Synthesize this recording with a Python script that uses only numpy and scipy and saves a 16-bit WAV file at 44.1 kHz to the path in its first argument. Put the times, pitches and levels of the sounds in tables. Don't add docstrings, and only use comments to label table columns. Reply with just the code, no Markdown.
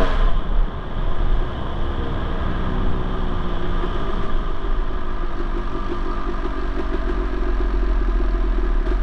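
import sys
import numpy as np
from scipy import signal
from scipy.io import wavfile
from scipy.ndimage import uniform_filter1d

SR = 44100
rng = np.random.default_rng(int(sys.argv[2]) if len(sys.argv) > 2 else 0)


def put_to_file(sound):
    columns = np.atleast_2d(sound).T
    safe = np.clip(columns, -1, 1)
    whole_steps = np.round(safe * 32767)
    wavfile.write(sys.argv[1], SR, whole_steps.astype(np.int16))


N = 397782
T = np.arange(N) / SR

# t/s, speed/turns per second
MEAN_SPEED = [(0, 94.5), (.12, 87), (.26, 85.6), (.45, 78), (.66, 75.3), (.75, 76), (.92, 71.2),
              (1.06, 74.3), (1.19, 70.8), (1.28, 73.6), (1.37, 70.6), (1.46, 72.6), (1.64, 65.4),
              (1.86, 70.4), (1.99, 67), (2.17, 65.5), (2.38, 66.3), (2.48, 63.1), (2.58, 63.9),
              (2.78, 61.4), (2.9, 62.8), (3.02, 61.6), (3.17, 62.6), (3.38, 58.9), (3.75, 59.4), (3.95, 58),
              (4.15, 57.3), (4.3, 55.6), (4.55, 55.2), (4.9, 53), (5.12, 51.4), (5.36, 48.5), (6.2, 47.9),
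              (6.6, 47.4), (7.25, 45.1), (7.9, 43.3), (8.15, 42.1), (8.5, 41.3), (8.85, 41.8), (9.02, 44)]
# last pop t/s, its exhaust peak level/dB, firings in a row,
# metal knock level before smoothing/dB
BURSTS = [(1.415, -22, 1, -8), (3.63, -19, 1, -25), (3.834, -16.5, 1, 3), (3.953, -18, 1, -11),
          (4.094, -18, 1, -6), (4.233, -19.5, 1, 5.5), (4.362, -22, 1, -18), (4.502, -22, 1, -23),
          (4.661, -22, 2, -23), (4.791, -21.5, 1, -15), (4.904, -20.5, 1, -22), (5.056, -29, 2, -19),
          (5.233, -20, 1, -20), (5.398, -18, 1, 3), (5.563, -18, 1, -9), (5.583, -24.5, 1, 2),
          (5.769, -19.5, 2, -26), (5.914, -15.5, 1, 5), (6.1, -20, 3, -22), (6.286, -16.5, 1, -3),
          (6.451, -16.5, 1, 3), (6.58, -18.5, 1, -6), (6.643, -20.5, 2, -20), (6.792, -14.5, 1, 9),
          (6.94, -14.5, 1, 6), (7.093, -15, 1, 6), (7.241, -20, 4, -18), (7.33, -18.5, 1, -17),
          (7.374, -18.5, 1, -5), (7.421, -18, 1, -3), (7.487, -18.5, 2, -14), (7.601, -16.5, 1, -1),
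          (7.736, -18, 1, -19), (7.827, -18.5, 1, -8), (7.897, -20.5, 2, -9), (8.011, -19, 1, -18),
          (8.082, -18.5, 1, -24), (8.153, -21.5, 1, -24), (8.246, -20.5, 1, -19), (8.342, -19.5, 1, -19),
          (8.461, -20, 2, -17), (8.58, -17.5, 1, -18), (8.653, -19.5, 2, -2), (8.7, -22, 1, -18),
          (8.867, -18, 1, 8.5), (8.912, -16, 1, 4)]
# t/s, level/dB
PUFF_LEVEL = [(0, -9.5), (.1, -22), (.14, -24), (.24, -25.5), (.35, -31.5), (.7, -36), (1, -33.5),
              (1.4, -31.5), (1.65, -30.5), (2, -23), (2.35, -27), (2.6, -25.5), (3.3, -27), (3.6, -24),
              (4.2, -26), (4.5, -30), (5.1, -26.5), (5.5, -29), (7, -25.5), (9.02, -28.5)]
# angle/share of a turn after the exhaust port opens, relative level/dB
KNOCK_ANGLES = [(.77, 0), (.97, -9), (.18, -9)]
# t/s, clatter level/dB, fizz level/dB
METAL_LEVEL = [(0, -34.5, -48), (.24, -40, -56), (.35, -46.5, -62.5), (.8, -47.5, -65), (1.2, -44, -59.5),
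               (1.7, -45.5, -59.5), (2.5, -41, -58), (3, -44, -59), (4.15, -41.5, -54), (4.45, -45, -58),
               (5.2, -44, -59), (5.9, -43, -54.5), (7, -41, -55), (9.02, -42.5, -56.5)]
# t/s, gear whine level/dB, chain hiss level/dB, tyre rumble level/dB
ROLLING_LEVEL = [(0, -57, -39, -28), (.3, -46, -43.5, -32.5), (.65, -47, -50, -32), (1.3, -53, -45, -30.5),
                 (2, -44.5, -43.5, -30.5), (2.8, -44, -45.5, -28.5), (3.4, -42, -44, -30),
                 (4.1, -35.5, -42.5, -33), (4.6, -41.5, -47.5, -36.5), (5.4, -38, -52.5, -37.5),
                 (5.9, -35.5, -48.5, -37), (6.2, -33.5, -52, -39), (6.7, -40, -54, -40.5),
                 (7.4, -43, -59, -41), (9.02, -46.5, -69, -41.5)]
SILENCER_SPEEDS = [48.5, 51, 76, 87]

TRANSIT_S = 0.004525
IDLE_HZ = 45


def gain_of(db):
    return 10 ** (np.asarray(db) / 20)


def evened(x):
    return x / np.sqrt(np.mean(x ** 2) + 1e-20)


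def curve(rows, order=1):
    rows = np.asarray(rows)
    return np.interp(T, rows[:, 0], rows[:, order])


def smooth(x, length_s):
    return uniform_filter1d(x, int(length_s * SR) + 1)


def fade(x, decay_s):
    return signal.lfilter([1], [1, -np.exp(-1 / (decay_s * SR))], x)


def swell(top_s, length_s):
    return np.cos(np.pi * np.clip((T - top_s) / length_s, -.5, .5)) ** 2


def body(spectrum=None, modes=(), size=16384):
    hz = np.fft.rfftfreq(size, 1 / SR)
    power = np.full(len(hz), 1e-10)
    if spectrum is not None:
        f, db = np.transpose(spectrum)
        level_db = np.interp(np.log(hz + 1), np.log(f + 1), db)
        power += gain_of(level_db) ** 2 / (1 + (hz / f[-1]) ** 2)
    for f, width, db in modes:
        power += gain_of(db) ** 2 / (1 + ((hz - f) / width) ** 2 * 2) ** 2
    log_gain = np.log(np.r_[power, power[-2:0:-1]]) / 2
    return np.fft.ifft(np.exp(np.conj(signal.hilbert(log_gain)))).real[:size // 2]


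def ring(x, response):
    return signal.oaconvolve(x, response)[:N]


def hiss(response):
    noise = rng.standard_normal(N + len(response) - 1)
    return evened(signal.oaconvolve(noise, response, "valid"))


def clicks(at, sizes):
    return np.bincount(np.clip(at, 0, N - 1).astype(int), sizes, N)


def crossings(turns):
    return np.flatnonzero(np.diff(np.floor(turns)) > 0)


def strokes(turns, angle, decay_s, scatter_db):
    at = crossings(turns - angle)
    sizes = gain_of(scatter_db * rng.standard_normal(len(at)))
    return fade(clicks(at, sizes), decay_s)


def throttle():
    return np.interp(curve(MEAN_SPEED), SILENCER_SPEEDS[2:], [0, 1])


def jolts(decay_s, lead_s=0.0056, rise_s=0.0069):
    s, _, _, db = np.transpose(BURSTS)
    return smooth(fade(clicks((s - lead_s) * SR, gain_of(db)), decay_s), rise_s)


def crank():
    kick_hz, kick_sag_s, kick_lead_s = 10.5, .3, .006
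    kick_rise_s, settle_s = .045, .5
    charge_s = .15
    grip = 6
    wander_hz, wander_s = .25, .06
    times, mean = np.transpose(BURSTS)[0] - TRANSIT_S, curve(MEAN_SPEED)
    charge = np.minimum(np.diff(times, prepend=0) / charge_s, 1)
    inertia = (np.interp(times, T, mean) / IDLE_HZ) ** grip
    blows = clicks((times - kick_lead_s) * SR, kick_hz * charge ** 2 / inertia)
    kicks = fade(blows, kick_sag_s)
    kicks = smooth(kicks, kick_rise_s) - smooth(kicks, settle_s)
    drift = smooth(smooth(rng.standard_normal(N), wander_s), wander_s)
    turns = np.cumsum(mean + kicks + wander_hz * evened(drift)) / SR
    lead = np.unwrap(-np.interp(times, T, turns) % 1, period=1)
    return turns + np.interp(T, times, lead)


def muffled(response, order=8, cutoff_hz=410, chamber_hz=350, chamber_width_hz=140):
    _, poles = signal.iirpeak(chamber_hz, chamber_hz / chamber_width_hz, SR)
    delayed = signal.lfilter(poles[::-1], poles, response)
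    soft = signal.sosfilt(signal.butter(order, cutoff_hz, fs=SR, output="sos"), delayed)
    return soft / abs(soft).max()


def heated(x, response):
    # t/s, resonance shift/%
    heat_shift = [(0, -1.1), (1, 1.5), (2.2, -0.5), (3.3, 0.5), (3.7, 3), (4.1, 7), (4.7, 6.5), (5.2, 0.5),
                  (6.2, 2), (7, 2.6), (7.7, 2.5), (8.3, 0.2), (9.02, 3.5)]
    clock = np.cumsum(1 + curve(heat_shift) / 100)
    ticks = np.arange(clock[-1])
    warped = np.interp(ticks, clock, x)
    rung = signal.oaconvolve(warped, response)[:len(ticks)]
    return np.interp(clock, ticks, rung)


def exhaust(turns, scatter_db=.6, coast_rasp=.0012, power_rasp=.01):
    # f/Hz, width/Hz, relative level/dB
    idle_modes = [(195.1, 9.8, 3), (210.4, 24.6, -1), (264, 29, 4), (321, 29, -0.5), (351, 20.4, 3),
                  (380.4, 22, -1.5)]
    fast_modes = [(182.6, 27, 4.5), (248.6, 30, 0.5), (315, 62, -2), (356, 19, 2), (369, 23, 2.5)]
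    open_modes = [(212.4, 29, 4.5), (275, 68, -1), (378, 54, -13), (448, 81, 3), (676, 33, 4.5),
                  (1048, 83, -1), (1290, 110, -14), (1630, 150, -26)]
    # f/Hz, width/Hz, relative level/dB
    header_modes = [(466, 18, 1.5), (694, 69, -11)]
    header_share = [(50, 0), (52, .05), (59, .05), (66, .17), (76, .14), (87, 0)]
    speed, power = curve(MEAN_SPEED), throttle()
    idle = np.interp(speed, SILENCER_SPEEDS[:2], [1, 0])
    at = crossings(turns)
    puff_db = curve(PUFF_LEVEL)[at] + scatter_db * rng.standard_normal(len(at))
    puffs = clicks(at, gain_of(puff_db))
    rasp = (coast_rasp + power_rasp * power) * fade(puffs, decay_s=.015)
    flow = puffs + rasp * rng.standard_normal(N)
    pipes = [muffled(body(modes=idle_modes)), body(modes=fast_modes), body(modes=open_modes)]
    shares = [idle, 1 - idle - power, power]
    silencer = sum(heated(flow * share, pipe / abs(pipe).max()) for share, pipe in zip(shares, pipes))
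    header = body(modes=header_modes)
    header_flow = flow * np.interp(speed, *np.transpose(header_share))
    return silencer + ring(header_flow, header / abs(header).max())


def rattle(turns, steady=1.6, decay_s=0.011, scatter_db=2, jitter_s=.00007):
    knocks = np.zeros(N)
    for angle, db in KNOCK_ANGLES:
        at = crossings(turns - angle)
        size, late = rng.standard_normal((len(at), 2)).T
        knocks += clicks(at + late * jitter_s * SR, gain_of(db + scatter_db * size))
    return knocks, evened(steady + fade(knocks, decay_s))


def clatter(knocks, shake, level_db=6, knock_share=0.38, soft_hz=1300, jolt=0.42, jolt_s=0.018):
    # f/Hz, relative level per Hz/dB
    clatter_colour = [(200, -34.5), (480, -9.5), (750, -14), (1400, -4.5), (1750, -12.5), (2200, -13),
                      (2600, -15), (3800, -17.5), (4800, -34), (7000, -68)]
    # f/Hz, width/Hz, relative level/dB
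    casing_modes = [(651, 67, 3), (693, 81, -2), (823, 27, -2.5), (950, 59, -1), (1033, 38, 4.5),
                    (1190, 49, 0), (1251, 58, 1.5), (1560, 94, -5), (1648, 99, 0), (1840, 46, -6.5),
                    (1882, 32, -12), (1973, 53, -9)]
    casing = body(clatter_colour, casing_modes)
    dull = signal.sosfilt(signal.butter(2, soft_hz, fs=SR, output="sos"), knocks)
    rattling = evened(ring(shake * rng.standard_normal(N), casing))
    sound = evened(knock_share * evened(ring(dull, casing)) + rattling)
    return gain_of(curve(METAL_LEVEL) + level_db) * (1 + jolt * jolts(jolt_s)) * sound


def slap(turns, scatter_db=1.5):
    # t/s, level/dB
    slap_level = [(0, -46), (.33, -71), (3.4, -64), (4.2, -65), (5, -61.5), (5.9, -54), (7, -57.5),
                  (8.1, -53.5), (9.02, -58.5)]
    # f/Hz, relative level per Hz/dB
    slap_colour = [(1200, -20.5), (2200, 6), (2800, 1), (3500, -2), (4400, -5.5), (5700, -9.5), (6800, -19),
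                   (8000, -22), (11000, -36.5), (14000, -62)]
    # f/Hz, width/Hz, relative level/dB
    cylinder_modes = [(3970, 230, 3), (4140, 30, 5), (4420, 200, 5.5), (5650, 200, -2.5)]
    burst = smooth(strokes(turns, KNOCK_ANGLES[0][0], .006, scatter_db), .0015)
    tick = ring(burst * rng.standard_normal(N), body(slap_colour, cylinder_modes))
    return gain_of(curve(slap_level)) * evened(tick)


def fins(turns, level_db=-2, steady=1.0, ring_s=0.019, scatter_db=1.5,
         crack_db=-55.5, crack_s=0.035, power_db=-54):
    # f/Hz, relative level per Hz/dB
    fizz_colour = [(1500, -12.5), (2500, -6.5), (4000, -2), (4950, -3), (5700, -8.5), (5950, -7),
                   (6500, -8), (7000, -15), (8000, -12), (9000, -13.5), (10400, -20.5), (11000, -38.5),
                   (14000, -68.5)]
    crack_colour = [(1500, -20), (3000, 7.5), (6000, -6.5), (10300, -17.5), (11300, -23), (14000, -42.5)]
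    # f/Hz, width/Hz, relative level/dB
    fin_modes = [(2670, 13, -6), (3037, 100, 8), (3790, 20, 4), (4820, 28, -1.5), (4397, 56, 5),
                 (5270, 130, 0.5), (5610, 140, 0.5), (6150, 66, -2.5), (6700, 45, -13.5), (7560, 130, -7.5)]
    shake = evened(steady + strokes(turns, KNOCK_ANGLES[0][0], ring_s, scatter_db))
    fizz_gain = gain_of(curve(METAL_LEVEL, order=2) + level_db)
    fizz = fizz_gain * shake * hiss(body(fizz_colour, fin_modes))
    crack_gain = gain_of(crack_db) * jolts(crack_s) + gain_of(power_db) * throttle() ** 3
    return fizz + crack_gain * hiss(body(crack_colour))


def drive_train(turns, shake, gear_db=-1, lash_turn=.14, lash_share=0.56, chain_db=1, chain_shake=0.82):
    # f/Hz, width/Hz, relative level/dB
    gear_modes = [(970, 43, -14), (1026, 12, -13.5), (1191.4, 23, -2.5), (1216, 125, -10)]
    sprocket_modes = [(1047, 33, 21)]
    # f/Hz, relative level per Hz/dB
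    chain_colour = [(1500, -16), (2550, -27.5), (2950, 6), (3350, 8.5), (3650, 2.5), (4100, -33),
                    (6000, -40)]
    teeth = body(modes=gear_modes)
    lash = ring(strokes(turns, lash_turn, .0001, scatter_db=2), teeth)
    whine = evened(hiss(teeth) + lash_share * evened(lash))
    gears = gain_of(curve(ROLLING_LEVEL) + gear_db) * whine
    chain_gain = gain_of(curve(ROLLING_LEVEL, order=2) + chain_db)
    chain = chain_gain * hiss(body(chain_colour, sprocket_modes))
    return gears + chain * evened(1 + chain_shake * (shake - 1))


def rumble(wind_db=1, tyre_db=1, lumps=0.45, wind_top_hz=48):
    # f/Hz, relative level per Hz/dB
    wind_colour = [(8, -8), (20, -3.5), (30, -1), (40, -10.5), (52, -25.5), (90, -43), (300, -91.5)]
    tyre_colour = [(35, -31.5), (65, 0.5), (100, -4), (160, -7), (260, -13), (450, -15.5), (700, -19),
                   (1200, -20), (3000, -62)]
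    # t/s, level/dB
    air_level = [(0, -18), (.6, -39), (.78, -28), (1.1, -27), (2.3, -23), (3.8, -19.5), (5.2, -21.5),
                 (6.8, -23), (7.7, -23.5), (9.02, -25)]
    # top t/s, length/s, level/dB
    gust_rows = [(0.01, 0.38, -19.5), (0.308, 0.41, -13.5), (0.578, 0.29, -13), (1.204, 0.74, -19.5),
                 (1.348, 0.2, -20.5), (1.832, .1, -21.5), (2.863, 0.21, -20), (4.31, 0.19, -18),
                 (4.75, 0.2, -21)]
    air = signal.hilbert(hiss(body(wind_colour)))
    air = evened(air.real / np.sqrt(abs(air) ** 2 + lumps))
    gusts = sum(gain_of(db) * swell(top_s, length_s) for top_s, length_s, db in gust_rows)
    force = gain_of(wind_db) * (gain_of(curve(air_level)) + gusts)
    low_pass = signal.butter(2, wind_top_hz, fs=SR, output="sos")
    wind = signal.sosfiltfilt(low_pass, force * air)
    return wind + gain_of(curve(ROLLING_LEVEL, order=3) + tyre_db) * hiss(body(tyre_colour))


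def throb(turns, lag=0.39):
    # t/s, rms level/dB
    throb_level = [(0, -59), (1.35, -36.5), (1.65, -31), (3.3, -34), (4, -40.5), (6, -34), (6.9, -26.5),
                   (7.8, -19), (9.02, -19)]
    return -np.sqrt(2) * gain_of(curve(throb_level)) * np.cos(2 * np.pi * (turns - lag))


def firings(turns, scatter_db=3.0):
    build_db = -0.5
    lead_in_db = 4.5
    catch_db = -22
    at = crossings(turns)
    speed = curve(MEAN_SPEED)
    peak, free = np.zeros(len(at)), 0
    catch = gain_of(catch_db + scatter_db * rng.standard_normal(len(at)))
    for s, db, count, _ in BURSTS:
        last = np.argmin(abs(at / SR - s + TRANSIT_S))
        before = np.arange(round(count))
        first = last - before[-1]
        gap = np.arange(free, first)
        if speed[at[last]] < IDLE_HZ:
            peak[gap] = catch[gap] * ((first - gap) % 2 == 0)
        else:
            peak[gap] = gain_of(db - build_db * before[-1] - lead_in_db * (first - gap))
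        peak[last - before] = gain_of(db - build_db * before)
        free = last + 2
    return at, peak


def pops(fired):
    # f/Hz, width/Hz, relative level/dB
    pop_modes = [(195, 15, -15.5), (280, 14, 8), (318, 87, 7.5), (352.2, 30.6, 15.5), (377, 12, 4)]
    at, peak = fired
    extra = np.maximum(peak - gain_of(curve(PUFF_LEVEL)[at]), 0)
    return heated(clicks(at, extra), muffled(body(modes=pop_modes)))


def booms(push_db=-43, push_s=.015, boom_top_s=4.21, boom_length_s=0.75, boom_db=-37):
    # f/Hz, relative level per Hz/dB
    push_colour = [(50, -22), (110, 0), (200, -2.5), (300, -16), (600, -22), (1200, -50)]
    push = gain_of(push_db) * jolts(push_s) * hiss(body(push_colour))
    hollow = hiss(body(modes=[(206, 20, 0)]))  # f/Hz, width/Hz, relative level/dB
    return push + gain_of(boom_db) * swell(boom_top_s, boom_length_s) * hollow


def forest(x, wet_db=-18, t60=0.3):
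    t = np.arange(SR // 2) / SR
    sparse = rng.random(len(t)) < 2000 / SR
    taps = rng.standard_normal(len(t)) * sparse * (t > .008) * gain_of(-60 * t / t60)
    return x + gain_of(wet_db) * ring(x, taps / np.linalg.norm(taps))


def scene():
    turns = crank()
    knocks, shake = rattle(turns)
    bike = exhaust(turns) + clatter(knocks, shake) + slap(turns) + fins(turns)
    bike += drive_train(turns, shake) + pops(firings(turns)) + booms()
    return (forest(bike) + rumble() + throb(turns))[None]


def record(dry, edge_hz=14400):
    padded = np.pad(dry, ((0, 0), (255, 255)), "edge")
    low_pass = signal.firwin(511, edge_hz, window=("kaiser", 9), fs=SR)
    return signal.oaconvolve(padded, low_pass[None], "valid")


dry = scene()
out = record(dry)
put_to_file(out)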